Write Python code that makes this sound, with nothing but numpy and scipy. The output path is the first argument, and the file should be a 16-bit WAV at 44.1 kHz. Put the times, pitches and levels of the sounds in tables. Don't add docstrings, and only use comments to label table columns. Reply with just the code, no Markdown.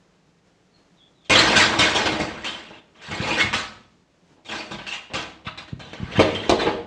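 import sys
import numpy as np
from scipy import signal
from scipy.fft import rfft, irfft, next_fast_len
from scipy.io import wavfile
from scipy.ndimage import uniform_filter1d

SR = 44100
rng = np.random.default_rng(int(sys.argv[2]) if len(sys.argv) > 2 else 0)


def master(y):
    cut = np.clip(np.atleast_2d(y).T, -1, 1)
    pcm = np.round(cut * 32767)
    wavfile.write(sys.argv[1], SR, pcm.astype(np.int16))


N = 302681

# freq_hz, density_db
HUM_SPECTRUM = [(13, -52), (22, -21.5), (38, -17.5), (139, -12.5), (177, -2.5), (224, -16), (277, -11.5),
                (469, -15), (955, -22), (2810, -28), (7080, -34), (12000, -58), (15600, -90), (22000, -120)]
# time_s, pitch_hz, level_db
CHIRPS = [
    [(0.72, 4530, -75), (0.748, 4265, -63.5), (0.86, 4280, -81)],
    [(0.97, 3960, -71), (1.006, 3350, -60), (1.09, 3450, -63.5)],
    [(1.13, 3870, -86), (1.136, 4080, -70), (1.25, 3350, -63.5)],
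]
# start_s, rack_db, bar_db, plate_db, rattle_t60_s (before the plates' factor), swell_ms, steel_focus_hz
BLOWS = [(1.2486, -42.5, -63, -69, 0.18, 3.6, 3180), (1.2981, -9.5, -18.5, -21.5, 0.96, 1.6, 2380),
         (1.3513, -15.5, -13.5, -27.5, 0.26, 3.4, 3860), (1.3882, -9.5, -23, -27.5, 0.13, 1.8, 1880),
         (1.5575, 1.5, -11, -35, 0.26, 20, 1620), (1.7895, -8.5, -21.5, -26, 0.49, 1.8, 1900),
         (1.9486, -13.5, -23.5, -23.5, 0.31, 4.3, 1060), (1.984, -27, -47, -27, 0.15, 9.1, 1900),
         (2.0573, -15, -20.5, -27, .19, 3.2, 2230), (2.1188, -28, -39, -25.5, 0.23, 4.1, 1980),
         (2.194, -22, -36, -26, 0.31, 4.1, 2080), (2.445, -22, -30, -38.5, 0.43, 1.2, 2950),
         (2.7085, -63, -62, -36, 0.051, 3.8, 2920), (3.015, -35.5, -48.5, -72.5, 1, 9.1, 1710),
         (3.1097, -29.5, -35.5, -37.5, 0.32, 4, 2200), (3.2147, -31, -60.5, -42, 0.24, 6.4, 2550),
         (3.2634, -25, -57.5, -36.5, 1, 16, 2420), (3.3727, -14, -17.5, -24.5, .16, 21, 2160),
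         (3.3989, -14, -23, -32, 0.14, 2.9, 2220), (3.5299, -14.5, -20, -32.5, 0.34, 4, 1400),
         (4.3682, -60.5, -62.5, -51.5, 0.22, 7.6, 1070), (4.4485, -35.5, -64, -52.5, 1, 5.9, 2550),
         (4.488, -33, -36.5, -40.5, 0.64, 2.1, 2960), (4.5143, -28, -37, -46, 0.25, 3.9, 1610),
         (4.585, -33, -42, -38, 0.16, 7.3, 2460), (4.7118, -28, -31.5, -32.5, 0.2, 4.6, 960),
         (4.787, -47, -38.5, -49, 0.26, 2.5, 1510), (4.8677, -25.5, -34.5, -49, 0.44, 3.5, 2970),
         (4.921, -26.5, -31, -54, 0.18, 9.8, 2860), (5.1018, -63, -49, -43, 0.8, 1.5, 900),
         (5.1366, -18, -24.5, -32, 0.37, 6.2, 1090), (5.4492, -40, -34.5, -42, 0.2, 9.7, 1050),
         (5.468, -37, -29.5, -77, 0.13, 3.1, 1210), (5.5762, -29, -30, -43.5, 0.22, 4, 4250),
         (5.679, -42, -42, -49.5, 0.17, 3.9, 2900), (5.7955, -35.5, -38, -41, 0.24, 3.5, 3560),
         (5.9327, -32, -39, -33.5, 0.072, 1.5, 1880), (6.106, -34, -35.5, -57, 0.98, 27, 2840),
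         (6.1554, -35, -32.5, -50, 0.58, 3.8, 3050), (6.1937, -14, -14.5, -11, 0.15, 3, 1010),
         (6.276, -38, -36, -37, 0.061, 4.6, 3000), (6.3483, -23.5, -48, -36, 0.1, 5.5, 3130),
         (6.495, -7, -14, -9, 0.076, 2.3, 923), (6.522, -30, -41, -14, 0.075, 3.2, 923),
         (6.5878, -22.5, -25, -26, 0.41, 12, 3670), (6.66, -48, -25.5, -20, 0.24, 7, 950)]
# time_s, bar_db
SLIDES = [
    [(1.4, -41), (1.508, -24), (2.8, -52.5)],
    [(2.95, -56), (3.29, -29), (3.5, -40.5)],
    [(4.55, -43), (4.636, -55.5), (5.05, -57.5)],
    [(5.85, -49), (6.55, -36), (6.86, -69)],
]
# start_s, level_db
THUDS = [(1.298, -32), (1.559, -18), (1.7875, -15.5), (1.9494, -30), (2.058, -26), (2.1205, -20),
         (2.195, -23), (3.084, -29), (3.1114, -26), (3.416, -27), (3.472, -27.5), (3.5299, -32),
         (4.7114, -31), (4.741, -26.5), (5.1389, -24), (5.4486, -44), (5.722, -31.5), (6, -21),
         (6.036, -35), (6.092, -34), (6.1557, -21), (6.1916, -24), (6.3573, -42), (6.4951, -40),
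         (6.6654, -35)]
# freq_hz, gain_db
STEEL_COLOUR = [(290, -25.5), (500, -13), (611, 0), (667, -3.5), (1040, -3.5), (1310, -4), (1580, -5.5),
                (4020, 0.5), (5440, -7), (7670, -14.5), (8990, -24.5), (10400, -48.5), (15500, -45.5)]
RACK_MODES_HZ = [2188, 2440, 2684, 2822, 3110, 3237, 3560, 3900, 4080, 4820]
BAR_MODES_HZ = [830, 1060, 1183, 1315, 1534, 1620, 1744, 1900]
PLATE_MODES_HZ = [233, 258, 331.6, 400, 472.7, 528, 611.6, 843]
FLOOR_MODES_HZ = [57.8, 74.4, 105, 132]
# freq_hz, t60_s
ROOM_DECAY = [(80, 1), (400, 0.65), (1500, 0.53), (4000, 0.42), (9500, 0.3)]

HUM_DB, HUM_WANDER_DB = -60.5, 1.5
RACK_SLIDE_DB, PLATE_SLIDE_DB, FLOOR_SLIDE_DB = -0.5, -4.5, -15.5
RACK_RING_DB, BAR_RING_DB, FLOOR_RING_DB = -11, -8.5, -15.0
STACKED_RING_DB, LOOSE_RING_DB = -3.5, -2.5
STACKED_FOCUS_HZ, LOOSE_FOCUS_HZ, PLATE_OFF_S = 315, 444, 6.1
STEEL_T60_S, PLATE_T60_S, FLOOR_T60_S = 0.035, 0.09, 0.2
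STEEL_TICK_DB, PLATE_TICK_DB, FLOOR_TICK_DB = 19.5, 22, 28
THUD_T60_S, THUD_SWELL_MS = 0.16, 15
RACK_FOCUS_OCT, BAR_FOCUS_OCT, PLATE_FOCUS_OCT, FLOOR_FOCUS_OCT = 0.17, 0.3, 0.2, 0.15
TOP_HZ = 15650


def undb(db):
    return 10 ** (np.asarray(db) / 20)


def colour(x, table):
    size = next_fast_len(len(x) + 2048)
    hz, db = np.transpose(table)
    bin_hz = np.arange(size // 2 + 1) * SR / size
    gain = undb(np.interp(np.log(bin_hz + 1), np.log(hz), db))
    return irfft(rfft(x, size) * gain, size)[:len(x)]


def curve(tables, column):
    t, out = np.arange(N) / SR, np.zeros(N)
    for rows in tables:
        rows = np.array(rows)
        time_s = rows[:, 0]
        inside = (t >= time_s[0]) * (t < time_s[-1])
        out += undb(np.interp(t, time_s, rows[:, column])) * inside
    return uniform_filter1d(out, size=600)


def hum():
    x = colour(rng.standard_normal(N), HUM_SPECTRUM)
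    steps = np.repeat(rng.standard_normal(N // 2000 + 1), 2000)[:N]
    wander = uniform_filter1d(steps, size=2000)
    return x / np.std(x) * undb(HUM_DB + HUM_WANDER_DB * wander)


def bird():
    t = np.arange(N) / SR
    rows = np.vstack(CHIRPS)
    pitch_hz = np.interp(t, rows[:, 0], rows[:, 1])
    tone = np.sin(2 * np.pi * np.cumsum(pitch_hz) / SR)
    hoarse = uniform_filter1d(uniform_filter1d(rng.standard_normal(N), size=90), size=90)
    return curve(CHIRPS, 2) * (1 + hoarse / np.std(hoarse)) * tone


def grit(spread_db):
    sizes = np.repeat(rng.exponential(size=N // 32 + 1), 32)[:N]
    x = rng.standard_normal(N) * undb(spread_db * sizes)
    return x / np.std(x)


def force(start_s, blow_db, t60_s, swell_ms, slide, tick_db, spread_db):
    rattle, ticks = slide.copy(), np.zeros(N)
    for s, db, t60, ms in np.broadcast(start_s, blow_db, t60_s, swell_ms):
        i, rise_s = int(s * SR), max(ms / 1000, 1 / SR)
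        t = np.arange(min(SR, N - i)) / SR
        rattle[i:i + len(t)] += undb(db) * (1 - np.exp(-t / rise_s)) * 1000. ** (-t / t60)
        ticks[i] += undb(db + tick_db) / (1 + rise_s / 0.005)
    return rattle * grit(spread_db) + ticks


def body(push, modes_hz, lo_hz, hi_hz, t60_s, ring_db, focus_hz, focus_oct):
    band = signal.butter(3, [lo_hz, hi_hz], "band", fs=SR, output="sos")
    out = signal.sosfilt(band, push) * np.sqrt(SR / 2 / (hi_hz - lo_hz))
    blow = np.searchsorted(np.array(BLOWS)[:, 0], np.arange(N) / SR + 1e-3) - 1
    blow = np.clip(blow, 0, None)
    r = 1000. ** (-1 / (t60_s * SR))
    for hz in modes_hz:
        luck_db = np.repeat(rng.uniform(-9, 3, N // 900 + 1), 900)[:N]
        nearness = np.exp(-.5 * (np.log2(hz / focus_hz) / focus_oct) ** 2)
        share = undb(ring_db) * (0.35 + nearness)
        w = 2 * np.pi * hz / SR
        drive = push * share[blow] * undb(luck_db)
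        gain = np.sqrt(2 - 2 * r * r) * np.sin(w)
        out += signal.lfilter([gain], [1, -2 * r * np.cos(w), r * r], drive)
    return out


def patchy(x, depth_db):
    spec = signal.stft(x, SR, nperseg=256)[2]
    cells = rng.uniform(-1.015, 1, spec.shape)
    cells = uniform_filter1d(uniform_filter1d(cells, size=2, axis=0), size=8, axis=1)
    return signal.istft(spec * undb(depth_db * cells / np.std(cells)), SR, nperseg=256)[1][:N]


def steel(slide):
    s, rack_db, bar_db, _, t60_s, swell_ms, focus_hz = np.transpose(BLOWS)
    rack_push = force(s, rack_db, t60_s, swell_ms, undb(RACK_SLIDE_DB) * slide, STEEL_TICK_DB, 1.3)
    rack = body(rack_push, RACK_MODES_HZ, 3100, .45 * SR, STEEL_T60_S, RACK_RING_DB,
                focus_hz, RACK_FOCUS_OCT)
    bar_push = force(s, bar_db, t60_s, swell_ms, slide, STEEL_TICK_DB, 0.74)
    bar = body(bar_push, BAR_MODES_HZ, 640, 3000, STEEL_T60_S, BAR_RING_DB, focus_hz, BAR_FOCUS_OCT)
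    return colour(patchy(rack + bar, 3.5), STEEL_COLOUR)


def plates(slide):
    s, _, _, plate_db, t60_s, swell_ms, _ = np.transpose(BLOWS)
    stacked = s < PLATE_OFF_S
    focus_hz = np.where(stacked, STACKED_FOCUS_HZ, LOOSE_FOCUS_HZ)
    ring_db = np.where(stacked, STACKED_RING_DB, LOOSE_RING_DB)
    push = force(s, plate_db, 0.83 * t60_s, swell_ms, undb(PLATE_SLIDE_DB) * slide, PLATE_TICK_DB, 0.85)
    return body(push, PLATE_MODES_HZ, 180, 900, PLATE_T60_S, ring_db, focus_hz, PLATE_FOCUS_OCT)


def floor(slide):
    push = force(*np.transpose(THUDS), THUD_T60_S, THUD_SWELL_MS, undb(FLOOR_SLIDE_DB) * slide,
                 FLOOR_TICK_DB, 4.6)
    focus_hz = np.full(len(BLOWS), 66.)
    return body(push, FLOOR_MODES_HZ, 47, 220, FLOOR_T60_S, FLOOR_RING_DB, focus_hz, FLOOR_FOCUS_OCT)


def barbell():
    slide = curve(SLIDES, 1)
    deep_cut = signal.butter(3, 52, "high", fs=SR, output="sos")
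    return steel(slide) + signal.sosfilt(deep_cut, plates(slide) + floor(slide))


def room(wet_db, build_s):
    t = np.arange(SR) / SR
    hz, _, spec = signal.stft(rng.standard_normal(SR), SR, nperseg=256)
    frame_s = np.arange(spec.shape[1]) * 128 / SR
    decay_hz, decay_t60_s = np.transpose(ROOM_DECAY)
    t60_s = np.interp(np.log(hz + 1), np.log(decay_hz), decay_t60_s)
    tail = signal.istft(spec * 1000. ** (-frame_s / t60_s[:, None]), SR, nperseg=256)[1][:SR]
    tail = tail * (1 - np.exp(-t / build_s))
    return (t == 0) + undb(wet_db) * tail / np.sqrt(np.sum(tail ** 2))


def scene():
    wet = signal.fftconvolve(barbell() + bird(), room(wet_db=-7.5, build_s=0.00058))[:N]
    return (wet + hum())[None]


def record(dry):
    rounded = np.tanh(.7 * dry) / .7
    top_cut = signal.ellip(12, .2, 100, TOP_HZ, fs=SR, output="sos")
    return signal.sosfilt(top_cut, rounded)


dry = scene()
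out = record(dry)
master(out)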